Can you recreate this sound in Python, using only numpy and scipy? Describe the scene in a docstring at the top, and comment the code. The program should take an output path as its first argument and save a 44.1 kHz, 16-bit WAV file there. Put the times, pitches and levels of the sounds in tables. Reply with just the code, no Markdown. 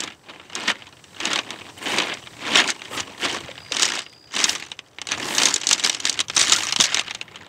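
"""A foot crunches into loose rounded pebbles on a lake shore, and a walk along the bed follows.
Steps and slides are showers of random stone contacts over rubbing noise; single pebbles clack as short
coloured rings, and damped sines knock. Cloth swishes as shaped noise; soles squeak as gliding tones.
Behind lie quiet air, a soft low rumble and a thin high hiss, all coloured noise, and a far bird whose
fast trill is a row of tiny falling whistles."""
import sys
import numpy as np
from scipy import signal
from scipy.fft import rfft, irfft, next_fast_len
from scipy.io import wavfile
from scipy.ndimage import uniform_filter1d, minimum_filter1d, map_coordinates

SR = 44100
rng = np.random.default_rng(int(sys.argv[2]) if len(sys.argv) > 2 else 0)


def wav_record(signal):
    """Record a signal, one row per channel, as 16-bit PCM in the file named by sys.argv[1]."""
    frames = np.transpose(np.atleast_2d(signal))
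    bounded = np.clip(frames, -1, 1)
    # unit amplitude maps onto the largest positive 16-bit level
    quanta = np.round(bounded * 32767).astype(np.int16)
    wavfile.write(sys.argv[1], SR, quanta)


N = 329868

# Presses of a foot on the bed; a rise or fade time is the time for 20 dB, levels precede the layer gains:
# (full weight [s], rise [s], hold [s], fade [s], deep grinding [dB], crunch [dB], bright chinking [dB],
#  settling relative to the press [dB])
FOOT_PRESSES = [(0.0, .05, 0.071, 0.088, -41, -35, -44, -31),
                (0.288, 0.066, 0.1, .1, -47.5, -44.5, -58, -17),
                (0.572, 0.1, 0.11, .06, -37.5, -31.5, -41.5, -9.5),
                (1.246, 0.092, 0.13, 0.05, -33.5, -27, -36, -15),
                (1.485, 0.19, 0.047, 0.39, -43, -40.5, -56, -7), (1.885, 0.1, .12, .18, -29, -25, -34, -14),
                (2.486, 0.13, 0.15, .13, -31, -26, -36, -13),
                (2.925, 0.12, 0.083, .04, -39, -38.5, -48, -3),
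                (3.235, 0.05, 0.027, 0.24, -30.5, -25.5, -32.5, -9),
                (3.743, 0.046, .22, 0.088, -40, -29.5, -32.5, -18.5),
                (4.364, 0.049, 0.15, 0.16, -37, -26, -27, -19.5),
                (5.203, 0.15, 0.21, 0.089, -34, -31, -35, -11),
                (5.395, 0.05, 0.071, 0.17, -31.5, -23.5, -23.5, -19),
                (5.69, 0.1, 0.18, 0.25, -42.5, -34, -34.5, -18),
                (6.037, 0.16, .16, .04, -45.5, -40, -46.5, -13),
                (6.387, 0.075, 0.23, 0.2, -41.5, -29, -27, -20),
                (6.8, 0.028, .18, 0.16, -47.5, -29, -35.5, -9.5),
                (7.328, 0.44, 0.17, .1, -51, -47.5, -59, -16)]
# Stones giving way suddenly under the sole, levels before the layer gains:
# (time [s], hold [s], deep grinding [dB], crunch [dB], bright chinking [dB])
STONE_SLIDES = [(0.688, 0.011, -30.5, -21, -31.5), (1.24, .025, -48, -29.5, -40),
                (1.695, 0.019, -46.5, -46, -52), (2.097, 0.026, -37, -29, -50),
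                (2.55, 0.05, -38, -17.5, -28), (2.686, 0.011, -40.5, -25.5, -28),
                (2.836, 0.015, -51.5, -39, -43), (2.975, 0.024, -36, -26.5, -31),
                (3.328, 0.017, -32.5, -29.5, -29.5), (3.813, 0.059, -39.5, -32, -27),
                (5.115, 0.0099, -45, -27.5, -35), (5.708, 0.012, -37, -23, -22.5),
                (5.841, .015, -35.5, -25, -21), (6.065, 0.0043, -58, -27, -24),
                (6.195, 0.0081, -48, -36, -49), (6.371, 0.037, -38.5, -22, -17),
                (6.512, 0.021, -43, -22.5, -26), (6.671, 0.042, -55, -29, -30.5),
                (6.809, 0.03, -43, -29, -20)]
# Single pebbles striking each other; level over 5 ms before a common gain, bright edge relative to body:
# (time [s], level [dB], brightness [dB])
PEBBLE_CLACKS = [(0.0026, -21, 7), (0.035, -28, 17), (0.074, -30.5, -14), (0.396, -36.5, -27),
                 (0.5512, -21.5, 7), (0.678, -17, -6), (0.8195, -34.5, -22), (0.867, -39, -10),
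                 (1.039, -39.5, -3), (1.2009, -23.5, -5), (1.2526, -16, -1), (1.3301, -19, 0),
                 (1.3568, -17.5, -6), (1.3878, -16, -11), (1.504, -24.5, -5), (1.9833, -15.5, -0.5),
                 (1.999, -15.5, -16), (2.138, -30.5, 11), (2.17, -33.5, -23), (2.2694, -32, -26),
                 (2.5544, -6, -8.5), (2.57, -16, 10), (2.5999, -14.5, -8), (2.6755, -22, 8.5),
                 (2.7013, -17, 9), (2.8163, -28.5, -13), (3.0023, -21.5, 4), (3.481, -33, -21.5),
                 (3.512, -32.5, -15), (3.5768, -31.5, -22.5), (3.719, -17.5, -0.5), (3.766, -17.5, 1),
                 (3.7943, -18.5, 5), (3.821, -13, 10), (3.8287, -11, 2), (3.8522, -16, 5),
                 (3.9892, -23, 2.5), (4.062, -34.5, -18), (4.3619, -20.5, -7), (4.4002, -18, -4),
                 (4.4394, -6.5, 9), (4.4924, -15, 13), (4.6222, -28, -20), (4.715, -25.5, -10),
                 (4.789, -28, -8.5), (4.9839, -28.5, -19), (5.0143, -24.5, -2.5), (5.069, -25.5, 1),
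                 (5.087, -25, -5), (5.117, -16.5, 0.5), (5.348, -21.5, 13), (5.3807, -11.5, 5),
                 (5.4164, -17, -6), (5.4322, -13, 9), (5.454, -6, 17), (5.484, -18, 12), (5.539, -12.5, 25),
                 (5.559, -16, 8.5), (5.6125, -25, 4), (5.6324, -24.5, -7), (5.6685, -13, 11),
                 (5.688, -14.5, 11), (5.7098, -11.5, 5), (5.7284, -6, 16), (5.795, -22, 2),
                 (5.846, -15, -2), (5.8712, -19, 0), (5.8949, -13, 3.5), (5.927, -26, 2), (5.9456, -21, 2),
                 (6, -24, 7), (6.0515, -13.5, 3.5), (6.0944, -13, 11), (6.126, -25.5, 10), (6.1398, -29, 1),
                 (6.1737, -36, 2), (6.1897, -16, -5), (6.202, -14.5, 1), (6.2083, -19.5, 4),
                 (6.2819, -29.5, 3), (6.2972, -20.5, -5), (6.3708, -16, -7), (6.412, -11, 7),
                 (6.495, -15, 4), (6.5195, -4, 6.5), (6.532, -12, 22), (6.561, -18, 17), (6.604, -21.5, -7),
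                 (6.7227, -14.5, 3), (6.76, -14.5, 0), (6.7996, -8.5, -1), (6.8076, -9, 12),
                 (6.9432, -12.5, 3.5), (6.9696, -16.5, -6), (6.993, -15, -3.5), (7.0787, -26.5, -16),
                 (7.1075, -22.5, -8.5), (7.147, -24.5, -1.5), (7.2112, -22.5, -11), (7.3562, -32, -8.5)]
# Dull knocks of a heel or a big stone settling:
# (time [s], level [dB], pitch [Hz], 60 dB decay [s])
DULL_KNOCKS = [(2.912, -25, 520, 0.046), (3.444, -33, 113, .12), (3.49, -22, 537, 0.037),
               (3.714, -22.5, 500, 0.044), (6.794, -14.5, 180, 0.026), (6.797, -27, 90, 0.064)]
# Clothes brushing as a leg swings through; the length is the full width at 1/e:
# (middle [s], level [dB], length [s])
CLOTH_SWISHES = [(1.785, -44, .014), (1.838, -42, 0.038), (1.92, -42, 0.092), (2.063, -46, .012),
                 (2.952, -41, 0.081), (3.22, -47, 0.067), (4.5, -36, 0.082), (5.363, -35, 0.21),
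                 (6.444, -59, 0.058), (6.557, -41, 0.25), (6.826, -38, 0.04)]
# Squeaks of a sole slipping on smooth stone:
# (time [s], peak level [dB], length [s], first pitch [Hz], last pitch [Hz])
SOLE_SQUEAKS = [(2.915, -33, 0.035, 1440, 1030), (2.939, -31, 0.038, 1435, 1135),
                (6.514, -17.5, 0.019, 1390, 1310), (6.551, -20, 0.0083, 1380, 1390),
                (6.555, -26, 0.029, 1515, 1340)]
# Soft low rumble, uneven in level, before RUMBLE_GAIN_DB: (time [s], level [dB])
RUMBLE_LEVEL = [(0.0, -56), (0.16, -61.5), (2.52, -52), (2.81, -62), (3.02, -45.5), (3.08, -60),
                (3.33, -49), (4.23, -64), (4.5, -55), (4.89, -66), (5.23, -47), (5.77, -63), (6.37, -50.5),
                (7.44, -56.5), (7.48, -62)]
# Thin high hiss: (time [s], level [dB])
HISS_LEVEL = [(0, -64), (.9, -60.5), (1.2, -54), (2.3, -52.5), (3.6, -56), (4.1, -66), (7.48, -80)]
# The bird's trill, mean peak level of its notes: (time [s], level [dB])
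TRILL_LEVEL = [(3.439, -58), (3.56, -54), (3.61, -40.5), (3.72, -39), (4.05, -46), (4.2, -46), (4.36, -45)]

# Relative spectra of the grinding, crunch, chinking, grit, clack body, air, low rumble and hiss:
# (frequency [Hz], density [dB per Hz])
GRIND_SPECTRUM = [(30, -57), (70, -40), (140, -20.5), (200, -3.5), (310, -0.5), (430, -4.5), (700, -7),
                  (1100, -6), (2500, -101)]
CRUNCH_SPECTRUM = [(40, -72), (300, -51), (600, -6), (850, -10), (1600, 2), (2400, 1), (3100, 0.5),
                   (3900, -5.5), (4800, -12), (8000, -61)]
CHINK_SPECTRUM = [(40, -70), (2500, -27.5), (3600, -4), (4300, -2), (5000, -1.5), (6100, 2), (7800, -4.5),
                  (9300, -14), (10200, -23.5), (15500, -38)]
GRIT_SPECTRUM = [(4000, -20), (8000, 5), (10000, -5.5), (15500, -12.5)]
BODY_SPECTRUM = [(25, -62), (100, -22.5), (250, -7), (500, -8.5), (900, -6.5), (1600, -5), (3000, 4.5),
                 (3900, -4), (4800, -15.5), (8000, -66)]
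AIR_SPECTRUM = [(25, -25), (70, -3), (130, -14), (300, 5), (1000, -1.5), (2000, -10), (4000, -48),
                (8000, -25), (16000, -31)]
RUMBLE_SPECTRUM = [(20, -26), (45, -20), (90, 2), (130, 1), (220, -7.5), (500, -38)]
HISS_SPECTRUM = [(2500, -20), (4000, -4.5), (4700, -1), (5300, -2.5), (6000, -0.5), (6800, -6.5), (7800, 1),
                 (9200, -7.5), (10500, -19), (15500, -18)]

# Ring of the gaps between the stones: (frequency [Hz], 60 dB decay [s])
GAP_DECAY = [(250, 0.027), (1000, 0.025), (3000, 0.042), (6000, 0.014), (12000, 0.021)]
# Ring of pebbles lying on top: (frequency [Hz], 60 dB decay [s])
SURFACE_DECAY = [(250, 0.044), (1000, 0.056), (3000, 0.032), (6000, 0.025), (12000, 0.026)]
# Scatter from the beach around: (frequency [Hz], 60 dB decay [s])
BEACH_DECAY = [(200, 0.26), (2000, 0.099), (8000, 0.063)]
# The low part of a contact builds up later than its edge: (frequency [Hz], lag [s])
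CONTACT_LAG = [(1200, 0.001091), (5000, 0.000733), (9000, 0.00034)]

SLIDE_RISE_S, SLIDE_FADE_S = 0.025, 0.038  # time for 20 dB
SETTLE_DB_PER_S = 41.5
THUD_DB = -25.5  # relative to the grinding
RUMBLE_GAIN_DB = 2
CEILING, TOP_HZ = 0.95, 15700


def footsteps(count=90):
    """Granular friction: one set of contacts grinds, crunches and chinks, with grit and a ground thud."""
    grind_db, crunch_db, chink_db = bed_levels()
    load = np.interp(grind_db, [-52, -30], [0, 1])
    hits = slips(load, count=count)
    rubbing_db = 4 * (load - 1)  # continuous rubbing strengthens with the load

    crunch = amp(0.03) * shower(crunch_db, CRUNCH_SPECTRUM, hits, count)
    crunch += amp(crunch_db + rubbing_db - 5.5) * noise(CRUNCH_SPECTRUM)
    chink = amp(-0.4) * shower(chink_db, CHINK_SPECTRUM, hits, count)
    chink += amp(chink_db + rubbing_db - 10.5) * noise(CHINK_SPECTRUM)
    grind = amp(-2.5) * shower(grind_db, GRIND_SPECTRUM, hits, count)
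    grind += amp(grind_db - 2.5) * noise(GRIND_SPECTRUM)

    grit = amp(grind_db + rubbing_db - 19.5) * noise(GRIT_SPECTRUM)
    thud = amp(grind_db + THUD_DB) * noise(RUMBLE_SPECTRUM)  # the walker's weight in the ground
    return crunch + chink + grind + grit + thud


def bed_levels(size=32):
    """Power addition of independent sources: steps, settling and slides give three levels in dB."""
    t = np.arange(0, N, size) / SR
    pushes = []
    for s, hold, *levels_db in STONE_SLIDES:
        pushes.append((press(t - s, SLIDE_RISE_S, hold, SLIDE_FADE_S), levels_db))
    for s, rise, hold, fade, *levels_db, settle_db in FOOT_PRESSES:
        pressing = press(t - s, rise, hold, fade)
        settling = settle_db + press(t - s, rise, hold, 20 / SETTLE_DB_PER_S)
        pushes.append((np.maximum(pressing, settling), levels_db))
    power = sum(amp(np.add.outer(levels_db, shape)) ** 2 for shape, levels_db in pushes)
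    return curves(np.column_stack([t, *(10 * np.log10(power + 1e-12))]))


def press(t, rise_s, hold_s, fade_s):
    """Exponential growth and decay: a push rises until t = 0, holds and fades, straight lines in dB."""
    return -20 * (np.maximum(-t, 0) / rise_s + np.maximum(t - hold_s, 0) / fade_s)


def slips(load, count, idle_rate=300, loaded_rate=850, spread_db=9.0):
    """Random arrivals: contacts (rates per second) crowd with load at an expected mean power near 1."""
    rate = idle_rate * (loaded_rate / idle_rate) ** load
    chance = rng.random(N)
    strength = rng.standard_normal(N)
    stone = rng.integers(count, size=N)
    at = np.flatnonzero(chance < rate / SR)
    size = unit(amp(spread_db * np.minimum(strength[at], 1.25)))
    return at, size * np.sqrt(SR / rate[at]), stone[at]


def shower(level_db, spectrum, hits, count, own_db=3):
    """Superposition of impulse responses: each (sample, size, stone) hit adds its stone's own ring."""
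    at, size, stone = hits
    share = unit(amp(own_db * rng.uniform(-1.56, 1.7, N)))[at]  # every blow lands at another angle
    rings = colour(contacts(GAP_DECAY, count=count), spectrum, ripple_db=5.0, count=28)
    gains = size * share * amp(level_db[at])
    out = np.zeros(N)
    for s, gain, k in zip(at / SR, gains, stone):
        add(out, s, gain * rings[k])
    return out


def contacts(decays, count, snap=0.37, snap_s=0.00076, rise_s=0.00031):
    """Impact excitation: stone on stone snaps hard, then rings, differently for each contact."""
    ring = dying(decays, count=count, size=2048)
    t = np.arange(ring.shape[1]) / SR
    onset = 1 - np.exp(-(t / rise_s) ** 2)
    accent = 1 + snap * np.exp(-(t / (2 * snap_s)) ** 2)
    return ring * onset * accent


def dying(decays, count, size):
    """Frequency-dependent damping: rows of dense ringing lose each band at its own rate."""
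    hz, t, bands = signal.stft(rng.standard_normal((count, size)), SR, nperseg=64)
    damped = bands * amp(-60 * t / along(decays, hz)[:, None])
    return signal.istft(damped, SR, nperseg=64)[1][:, :size]


def colour(x, spectrum, ripple_db=3.5, count=26, size=2048):
    """Minimum-phase resonance plus group delay: each row gets its stone's colour and an energy of 1."""
    hz = np.fft.rfftfreq(size, 1 / SR)
    place = np.sqrt(hz / hz[-1]) * (count - 1)
    knots_by_row = rng.standard_normal((len(x), count))
    ripple = np.array([map_coordinates(knots, [place]) for knots in knots_by_row])
    # folding the cepstrum onto positive time makes the response causal
    cepstrum = irfft(np.log(amp(along(spectrum, hz) + ripple_db * ripple)))
    cepstrum[:, 1:size // 2] *= 2
    cepstrum[:, size // 2 + 1:] = 0
    lag_phase = 2 * np.pi * np.cumsum(along(CONTACT_LAG, hz)) * hz[1]
    response = irfft(np.exp(rfft(cepstrum) - 1j * lag_phase))[:, :size // 2]
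    y = signal.fftconvolve(x, response, axes=1)[:, :x.shape[1]]
    return y / np.linalg.norm(y, axis=1, keepdims=True)


def clacks():
    """Impact of free bodies: loose pebbles knock together, small ones with a brighter edge."""
    out = np.zeros(N)
    ring = contacts(SURFACE_DECAY, count=len(PEBBLE_CLACKS), snap=0.54, snap_s=0.0012, rise_s=0.00083)
    bodies = colour(ring, BODY_SPECTRUM, ripple_db=0.0, count=36)
    edges = colour(ring, CHINK_SPECTRUM, ripple_db=2.0, count=36)
    for (s, db, bright_db), body, edge in zip(PEBBLE_CLACKS, bodies, edges):
        clack = body + amp(bright_db) * edge
        # SR / 200 samples last 5 ms
        add(out, s, amp(db) * np.sqrt(SR / 200) * clack / np.linalg.norm(clack))
    return amp(0.22) * out


def knocks():
    """Damped oscillation: heavy blows low in the bed, where the air follows the speed of the stone."""
    out = np.zeros(N)
    t = np.arange(SR // 5) / SR
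    for s, db, hz, t60 in DULL_KNOCKS:
        envelope = amp(db - 60 * t / t60) * (1 - np.exp(-t / 0.0008))
        motion = envelope * np.sin(2 * np.pi * hz * t)
        add(out, s, np.gradient(motion) * SR / (2 * np.pi * hz))
    return out


def walker():
    """Friction of cloth and sole: brushing gives swells of noise, slipping gives gliding squeaks."""
    t = np.arange(N) / SR
    swell = np.zeros(N)
    for s, db, length in CLOTH_SWISHES:
        swell += amp(db) * np.exp(-(2 * (t - s) / length) ** 2)
    out = noise(GRIT_SPECTRUM) * swell
    for s, db, length, first_hz, last_hz in SOLE_SQUEAKS:
        add(out, s, amp(db) * whistle(length, first_hz, last_hz))
    return out


def bird(notes_per_s=64, note_s=0.017, middle_hz=4860, fall_hz=600):
    """Frequency modulation: a fast trill of falling whistles, uneven in strength and pitch."""
    out = np.zeros(N)
    times, levels = np.transpose(TRILL_LEVEL)
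    for s in np.arange(times[0], times[-1], 1 / notes_per_s):
        effort, drift = rng.standard_normal(2)
        hz = middle_hz + 35 * drift
        fall = fall_hz * (1 + 0.25 * effort)  # stronger notes sweep wider
        db = np.interp(s, times, levels) + 1.8 * effort
        add(out, s, amp(db) * whistle(note_s, hz + fall / 2, hz - fall / 2))
    return out


def whistle(length_s, first_hz, last_hz):
    """Phase as the integral of frequency: a short gliding tone swells and fades."""
    u = np.linspace(0, 1, int(length_s * SR))
    phase = 2 * np.pi * np.cumsum(first_hz + (last_hz - first_hz) * u) / SR
    return np.sin(np.pi * u) ** 2 * np.sin(phase)


def outdoors():
    """Broadband noise: steady quiet air, uneven low rumble and high hiss, each with its own spectrum."""
    air = amp(-57) * noise(AIR_SPECTRUM)
    rumble = amp(curves(RUMBLE_LEVEL)[0] + RUMBLE_GAIN_DB) * noise(RUMBLE_SPECTRUM)
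    hiss = amp(curves(HISS_LEVEL)[0]) * noise(HISS_SPECTRUM)
    return air + rumble + hiss


def noise(spectrum):
    """Spectral shaping: white noise is coloured and set to rms 1."""
    m = next_fast_len(N)
    white = rfft(rng.standard_normal(m))
    return unit(irfft(white * amp(along(spectrum, np.fft.rfftfreq(m, 1 / SR))), m)[:N])


def amp(db):
    """Decibel law: level to amplitude."""
    return 10 ** (np.asarray(db) / 20)


def unit(x):
    """Power normalisation: scale to rms 1."""
    return x / np.sqrt(np.mean(x ** 2) + 1e-20)


def along(points, hz):
    """Logarithmic frequency scale: interpolate (frequency [Hz], value) points."""
    f, v = np.transpose(points)
    return np.interp(np.log(hz + 1), np.log(f + 1), v)


def curves(rows):
    """Linear interpolation in time: one value per sample for each column after the time."""
    s, *cols = np.transpose(rows)
    return [np.interp(np.arange(N) / SR, s, c) for c in cols]


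def add(track, s, sound):
    """Linear superposition: mix a sound into the track at time s."""
    start = max(round(s * SR), 0)
    part = track[start:start + len(sound)]
    part += sound[:len(part)]


def scene():
    """Direct and scattered sound: the walk gains a faint beach tail, then air and bird are added."""
    near = footsteps() + clacks() + knocks() + walker()
    tail = dying(BEACH_DECAY, count=1, size=8192)[0]
    scatter = signal.fftconvolve(near, tail / np.linalg.norm(tail))[:N]
    return (near + amp(-16.5) * scatter + outdoors() + bird())[None]


def record(dry, size=45):
    """Peak limiting and band limiting: smoothed gain holds the peaks, then all above TOP_HZ is removed."""
    needed = np.minimum(1, CEILING / (np.abs(dry) + 1e-9))
    held = dry * uniform_filter1d(minimum_filter1d(needed, size), size)
    m = next_fast_len(N + SR // 2)
    passband = np.fft.rfftfreq(m, 1 / SR) < TOP_HZ
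    return irfft(rfft(held, m) * passband, m)[:, :N]


dry = scene()
out = record(dry)
wav_record(out)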